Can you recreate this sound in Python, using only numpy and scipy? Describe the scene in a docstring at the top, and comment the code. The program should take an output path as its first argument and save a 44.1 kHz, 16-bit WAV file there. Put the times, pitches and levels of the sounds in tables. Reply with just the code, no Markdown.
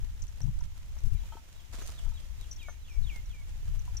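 """Oxen ploughing a field

Two yoked oxen pull a plough: soil crumbles off the share, clods snap under hooves, the wooden gear
clonks and a pellet chinks in a small harness bell. Birds whistle and chip, echoing off the tree line.
Leaves and grass hiss, and a light wind rumbles and thumps on the two microphone ports."""
import sys
import numpy as np
from scipy import signal
from scipy.fft import rfft, irfft, next_fast_len
from scipy.io import wavfile
from scipy.ndimage import uniform_filter1d, map_coordinates

SR = 44100
rng = np.random.default_rng(int(sys.argv[2]) if len(sys.argv) > 2 else 0)


def persist_wave(psi):
    """Save psi, clipped to +-1, as 16-bit WAV."""
    counts = np.round(np.clip(psi, -1, 1) * 32767).astype(np.int16)
    wavfile.write(sys.argv[1], SR, np.atleast_2d(counts).T)


N = 176400


def amp(db):
    """Decibels to gain."""
    return 10 ** (np.asarray(db) / 20)


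def unit(x):
    """Scale to rms 1."""
    return x / np.sqrt(np.mean(x ** 2) + 1e-20)


def sides(difference):
    """Split a left-minus-right difference over the two channels."""
    return difference * np.array([[.5], [-.5]])


def along(points, hz):
    """Read (freq_hz, value) points on a log axis."""
    freqs, values = np.transpose(points)
    return np.interp(np.log(hz + 1), np.log(freqs + 1), values)


def curve(rows):
    """(time_s, value) points as one value per sample."""
    return np.interp(np.arange(N) / SR, *np.transpose(rows))


def wobble(rate):
    """A smooth random curve, rate knots a second."""
    return map_coordinates(rng.standard_normal(int(N * rate / SR) + 4), [np.arange(N) * rate / SR])


def filtered(x, response):
    """Filter x by a response given as a function of frequency."""
    size = next_fast_len(N + SR // 2)
    return irfft(rfft(x, size) * response(np.fft.rfftfreq(size, 1 / SR)), size)[..., :N]


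def noise(spectrum, correlation=((100, 0),)):
    """Coloured stereo noise of rms 1; the left-right correlation sets its width."""
    def response(hz):
        width = np.arccos(np.clip(along(correlation, hz), -1, 1)) / 2
        return amp(along(spectrum, hz)) * [np.cos(width), np.sin(width)]
    mid, side = filtered(rng.standard_normal((2, N)), response)
    return unit(np.array([mid + side, mid - side]))


def add(track, start_s, sound, pan_db=0):
    """Mix a sound into a stereo track; positive pan is left."""
    part = track[:, max(round(start_s * SR), 0):][:, :len(sound)]
    part += amp(sides(pan_db)) * sound[:part.shape[1]]


def fade(t, t60):
    """Exponential decay, 60 dB down at t60."""
    return np.exp(-np.log(1000) * t / t60)


def ring(modes, pitch, attack_s):
    """A struck body: damped modes, a little different at each blow."""
    t = np.arange(SR // 5) / SR
    tones = np.zeros(len(t))
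    for ratio, db, t60 in modes:
        envelope = amp(db + rng.normal(0, 1)) * fade(t, t60)
        tones += envelope * np.sin(2 * np.pi * (ratio * pitch * t + rng.random()))
    return tones * (1 - np.exp(-t / attack_s))


def furrow(grain_db=3, clump_db=2.2, pan_db=-3):
    """Soil crumbles off the share in clumps of small grains."""
    # the share breaking through the soil: time_s, level_db
    cut = [(1.718, -65), (1.738, -52), (1.82, -54.5), (1.852, -56), (1.89, -53.5), (1.95, -58.5),
           (2.05, -59.5), (2.8, -68.5), (3.6, -64.5)]
    # colour of crumbling soil: freq_hz, gain_db
    soil = [(120, -30), (200, -4.5), (385, -7), (641, 0), (783, -5), (1260, -3), (4330, -6), (6350, -5),
            (15500, -19)]
    crumbling = amp(grain_db * wobble(500) + clump_db * wobble(45))
    grains = unit(crumbling * noise(soil, correlation=[(600, 0.94), (2000, 0.041)]))
    return amp(curve(cut) + sides(pan_db)) * grains


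def clods(level_db=-3, pan_db=-2, crumb_db=-56, crumb_spread_db=11, crumbs=80):
    """Clods and dry stalks snap under hooves: a tick, splintering, a crunch. Crumbs fall in between."""
    # fractures: start_s, gain_db, crunch_over_snap_db
    snaps = [(.047, -50, -3), (.269, -50, -26), (0.4049, -47.5, 1), (0.589, -51.5, -7), (0.967, -62.5, 12),
             (1.037, -49.5, -8), (1.528, -50, -21), (1.741, -56.5, 11.5), (1.786, -55, 8),
             (1.815, -58.5, 18), (1.8632, -40.5, -16), (1.8744, -37.5, -25), (1.879, -42.5, -22),
             (1.891, -55, 9.5), (1.903, -45, -22), (1.921, -44, -10), (1.991, -47, -20), (2.412, -44, -14),
             (2.63, -48, -27), (3.1603, -43.5, -4.5), (3.853, -49, -13), (3.949, -52, 2)]
    # colour of the bright snap: freq_hz, gain_db
    snap_colour = [(800, -10), (2500, 4.5), (7000, 8.5), (15000, -7)]
    # colour of the low crunch: freq_hz, gain_db
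    crunch_colour = [(150, 2), (550, -5), (1300, -6), (3000, -17), (8000, -36)]
    snap, crunch = np.zeros((2, 2, N))
    t = np.arange(SR // 10) / SR
    crack = fade(t, t60=0.0043) + amp(-5) * fade(t, t60=0.03)  # first fracture, then splintering
    for start_s, db, crunch_db in snaps:
        add(snap, start_s, amp(db) * crack, pan_db)
        add(crunch, start_s, amp(db + crunch_db) * fade(t, t60=0.05))
    for when, smallness, weight in rng.random((crumbs, 3)):
        crumb = amp(crumb_db - crumb_spread_db * smallness) * crack
        add(snap, when * N / SR, crumb)
        add(crunch, when * N / SR, weight * crumb)
    snap *= noise(snap_colour)
    crunch *= noise(crunch_colour, correlation=[(800, 0.99)])
    return amp(level_db) * (snap + crunch)


def gear(beam_tuning=0.97):
    """The yoke clonks hollowly, some blows bright and some dull; the plough beam knocks sharply."""
    # blows on the yoke: start_s, gain_db, pitch_hz, upper_modes_db
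    clonks = [(.477, -57, 942, -8), (.609, -50.5, 952, 0), (1.235, -57.5, 920, -8), (1.3225, -45, 893, 4),
              (1.335, -44.5, 916, -1), (1.3685, -43, 907, -1.5), (2.063, -54.5, 918, 4),
              (2.118, -54, 904, 0), (3.877, -48.5, 983, -12)]
    # yoke modes: pitch_ratio, gain_db, t60_s
    yoke = [(.74, -11.5, 0.063), (1, 0.5, 0.063), (1.1, -19, 0.037), (1.435, -8, 0.093), (1.71, -20, 0.09),
            (3.5, -11, 0.036)]
    # blows on the beam: start_s, gain_db
    knocks = [(2.6838, -42), (2.6868, -45), (2.6935, -46)]
    # beam modes before tuning: freq_hz, gain_db, t60_s
    beam = [(614, -4.5, 0.031), (713, -5, 0.041), (940, -8, 0.054), (1230, -5.5, 0.035), (1473, -4, 0.047),
            (1807, -9.5, 0.063)]
    out = np.zeros((2, N))
    for start_s, db, hz, upper_db in clonks:
        modes = [(ratio, level + upper_db * (ratio > 1.25), t60) for ratio, level, t60 in yoke]
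        add(out, start_s, amp(db) * ring(modes, hz, attack_s=0.0008), pan_db=1.5)
    for start_s, db in knocks:
        add(out, start_s, amp(db) * ring(beam, beam_tuning, attack_s=0.00042))
    return out


def hoof(t60_s=0.016):
    """A hoof lands with a dull thud: one quickly damped mode."""
    # hoof fall: start_s, gain_db, pitch_hz
    thuds = [(1.353, -37.5, 373)]
    out = np.zeros((2, N))
    for start_s, db, hz in thuds:
        add(out, start_s, amp(db) * ring([(1, 0, t60_s)], hz, attack_s=0.00094))
    return out


def bell(rattle_db=-15, rattle_t60_s=0.089, damp_s=0.0026):
    """The pellet chatters and rings the little bell, which is damped at once against the harness."""
    # pellet strikes: start_s, gain_db, pitch_hz, undamped_s, pan_db
    chinks = [(0.2202, -40.5, 6100, 0.0026, 4), (0.224, -45.5, 5950, 0.0036, 3),
              (.279, -53, 5970, 0.0073, 7), (0.416, -44.5, 5860, 0.0052, 9), (.431, -52, 5970, 0.013, -1),
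              (.606, -53.5, 5930, 0.0046, 14), (.637, -56, 5900, 0.0065, 11), (.986, -57, 5930, 0.0076, 13),
              (1.057, -56, 5840, 0.0072, 4), (2.5125, -37.5, 5860, 0.036, 2), (2.528, -45, 5860, 0.0067, 5),
              (2.562, -48, 5760, 0.0072, 3), (3.2585, -55.5, 5890, 0.0044, -1),
              (3.793, -49.5, 6020, 0.0087, 1), (3.969, -33.5, 5830, 0.013, -1)]
    # bell modes: pitch_ratio, gain_db, t60_s
    modes = [(1, 0.5, 0.082), (1.115, -9.5, 0.016), (1.25, -13, 0.027)]
    # colour of the chattering pellet: freq_hz, gain_db
    rattle = [(3500, -21), (5500, 1.5), (6500, 1), (7500, -4), (10000, -26)]
    tones, chatter = np.zeros((2, 2, N))
    t = np.arange(SR // 5) / SR
    for start_s, db, hz, undamped_s, pan_db in chinks:
        damping = np.exp(-np.maximum(t - undamped_s, 0) / damp_s)
        add(tones, start_s, amp(db) * ring(modes, hz, attack_s=0.0004) * damping, pan_db)
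        add(chatter, start_s, amp(db + rattle_db) * fade(t, rattle_t60_s), pan_db)
    return tones + chatter * noise(rattle)


def bird(calls, shape, waver=0.0087, flutter_db=2):
    """A pure tone glides through one shape at each call; its high opening may be held back."""
    out = np.zeros((2, N))
    offset_s, ratio, shape_db = np.transpose(shape)
    t = np.arange(offset_s[0], offset_s[-1], 1 / SR)
    glide = uniform_filter1d(np.interp(t, offset_s, ratio), size=150)
    opening = np.clip(2 * t / offset_s[0], 0, 1) ** 2
    for bend_s, db, hz, *opening_db in calls:
        pitch = hz * glide * (1 + waver * wobble(200.5)[:len(t)])
        level_db = db + np.interp(t, offset_s, shape_db) + sum(opening_db) * opening
        envelope = amp(level_db + flutter_db * wobble(84.8)[:len(t)])
        add(out, bend_s + offset_s[0], envelope * np.sin(2 * np.pi * np.cumsum(pitch) / SR))
    return out


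def birdsong():
    """Falling whistles and thin high slurs, each timed from the bend in its pitch."""
    # whistles: bend_s, gain_db, pitch_hz, opening_db
    whistles = [(2.615, -53.5, 2740, -20), (2.885, -58, 2820, -23), (3.1, -50.5, 2644, -0.5),
                (3.331, -58.5, 2750, -8)]
    # contour of a whistle: offset_s, pitch_ratio, gain_db
    whistle_shape = [(-.085, 1.66, -15), (-.05, 1.4, 1), (-.038, 1.37, -17), (-.028, 1.29, 0),
                     (-.005, 1.12, -0.5), (.005, .9, 1), (0.036, .83, -1), (0.09, .8, -4.5),
                     (.102, 0.8, -14)]
    # slurs: bend_s, gain_db, pitch_hz
    slurs = [(1.85, -57, 6150), (2.7, -58.5, 6120), (2.925, -61.5, 5530)]
    # contour of a slur: offset_s, pitch_ratio, gain_db
    slur_shape = [(-.06, 1.22, -12), (-.027, 1.05, -3), (0, 1, 0), (.035, 1.03, -2), (.055, 1.05, -20)]
    return bird(whistles, whistle_shape) + bird(slurs, slur_shape)


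def bird_chips():
    """A second bird calls in short, rougher chips."""
    # chips: bend_s, gain_db, pitch_hz
    chips = [(1.18, -60, 2066), (1.208, -58, 3290), (1.603, -57, 3240), (1.792, -54, 3400),
             (1.99, -53.5, 3324), (2.18, -51, 3270), (2.437, -54, 3310), (2.638, -54.5, 3270),
             (2.853, -61, 3335)]
    # contour of a chip: offset_s, pitch_ratio, gain_db
    shape = [(-.05, 1.17, -16), (-.024, 1.18, -8), (-.012, 1.1, -10), (0, 1, 0), (.016, .8, -16)]
    return bird(chips, shape, waver=0.0187, flutter_db=3)


def tree_line(song, chips, team, song_db=-12.5, chips_db=-5.5, team_db=-18.5, slap_s=0.1, slap_db=-21):
    """The trees return a diffuse echo of birds and team, and a later slap of the song."""
    # what the leaves scatter of the birds: freq_hz, gain_db
    foliage = [(2200, 0), (3400, 0), (6000, 5)]
    # decay among the trees: freq_hz, t60_s
    decay = [(500, 0.17), (3000, 0.44), (10000, 0.13)]
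    birds = amp(song_db) * song + amp(chips_db) * chips
    send = filtered(birds, lambda hz: amp(along(foliage, hz))) + amp(team_db) * team
    add(send, slap_s, amp(slap_db) * song[0])
    hz, t, bands = signal.stft(rng.standard_normal((2, SR // 2)), SR, nperseg=256)
    tail = signal.istft(bands * fade(t, along(decay, hz)[:, None]), SR, nperseg=256)[1]
    return signal.fftconvolve(send, tail / np.linalg.norm(tail[0]), axes=1)[:, :N]


def breeze(level_db=3, pan_db=3, lumps_db=2):
    """Light wind rumbles unevenly on both microphone ports."""
    # wind strength: time_s, gain_db
    strength = [(0, -41), (.7, -42), (1.25, -43.5), (1.45, -51.5), (1.68, -51.5), (1.76, -42), (2.5, -43.5),
                (2.8, -48), (3.1, -42), (3.55, -40.5), (4, -39)]
    # colour of the rumble: freq_hz, gain_db
    rumble = [(15, -0.5), (28, 3.5), (60, 0), (110, -12), (160, -23.5), (230, -36), (500, -91)]
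    lumps = lumps_db * np.array([wobble(6.62), wobble(19)])
    return amp(curve(strength) + level_db + lumps + sides(pan_db)) * noise(rumble)


def gusts():
    """Gusts thump on one port at a time: a swell of low rumble and higher flutter."""
    # gusts on the left port: centre_s, half_length_s, rumble_db, flutter_db
    left = [(0.038, 0.026, -26.5, -70), (0.467, 0.028, -24.5, -27), (1.063, 0.015, -18, -34.5),
            (1.138, 0.012, -19.5, -32.5), (1.18, 0.042, -31, -68), (2.076, 0.03, -25, -63),
            (3.026, 0.041, -20.5, -42.5), (3.74, 0.038, -26, -43.5)]
    # gusts on the right port: centre_s, half_length_s, rumble_db, flutter_db
    right = [(0.238, 0.018, -28.5, -48), (0.601, 0.046, -28.5, -45.5), (3.662, 0.036, -31.5, -42)]
    # colour of a gust's rumble: freq_hz, gain_db
    rumble = [(12, -4.5), (28, 0.5), (60, -7.5), (100, -19), (300, -73.5)]
    # colour of its flutter: freq_hz, gain_db
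    flutter = [(60, -34), (100, 11), (150, 0), (200, -13.5), (330, -25.5), (700, -66)]
    out = np.zeros((2, N))
    t = np.arange(N) / SR
    for port, thumps, low, high in zip(out, (left, right), noise(rumble), noise(flutter)):
        for centre_s, half_length_s, rumble_db, flutter_db in thumps:
            swell = np.exp(-((t - centre_s) / half_length_s) ** 2 / 2)
            for eddies, db in ((swell * low, rumble_db), (swell * high, flutter_db)):
                port += amp(db) * eddies * np.linalg.norm(swell) / np.linalg.norm(eddies)
    return out


def field(level_db=5, flicker_db=1):
    """The open-air hiss of leaves and grass."""
    # colour of the hiss: freq_hz, gain_db
    colour = [(140, -20), (230, -3.5), (357, -8), (434, -13), (517, -11), (606, -16.5), (925, -7.5),
              (1070, -11.5), (1900, -9.5), (3170, -9.5), (4600, -15.5), (6770, -10.5), (8370, -20.5),
              (15500, -18)]
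    # its slow swell: time_s, gain_db
    swell = [(0, -66.5), (.8, -67.5), (1.25, -64.5), (1.68, -67.5), (2.6, -65), (2.85, -67), (3.15, -63),
             (3.42, -68.5), (3.7, -64), (4, -64)]
    # likeness of left and right: freq_hz, correlation
    likeness = [(500, 0.64), (1200, -0.3), (3000, -0.1)]
    # stereo lean: freq_hz, pan_db
    lean = [(600, 3), (2500, -4.5), (12000, 1)]
    hiss = filtered(noise(colour, likeness), lambda hz: amp(sides(along(lean, hz))))
    return amp(curve(swell) + level_db + flicker_db * wobble(9.9)) * hiss


def port_delay(x):
    """The camera body delays the sound at the right port."""
    # phase between the ports: freq_hz, left_lead_rad
    lead = [(2200, 0.18), (3200, 1.65), (6000, 1.24)]
    return filtered(x, lambda hz: np.exp(1j * sides(along(lead, hz))))


def scene():
    """The team close by, the birds farther off, wind over everything."""
    song, chips = birdsong(), bird_chips()
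    team = gear() + hoof() + clods()
    tones = port_delay(bell() + song + chips)
    return furrow() + team + tones + tree_line(song, chips, team) + breeze() + gusts() + field()


def record(dry, top_hz=15600):
    """The camera keeps nothing above its band limit."""
    return filtered(dry, lambda hz: hz < top_hz)


dry = scene()
out = record(dry)
persist_wave(out)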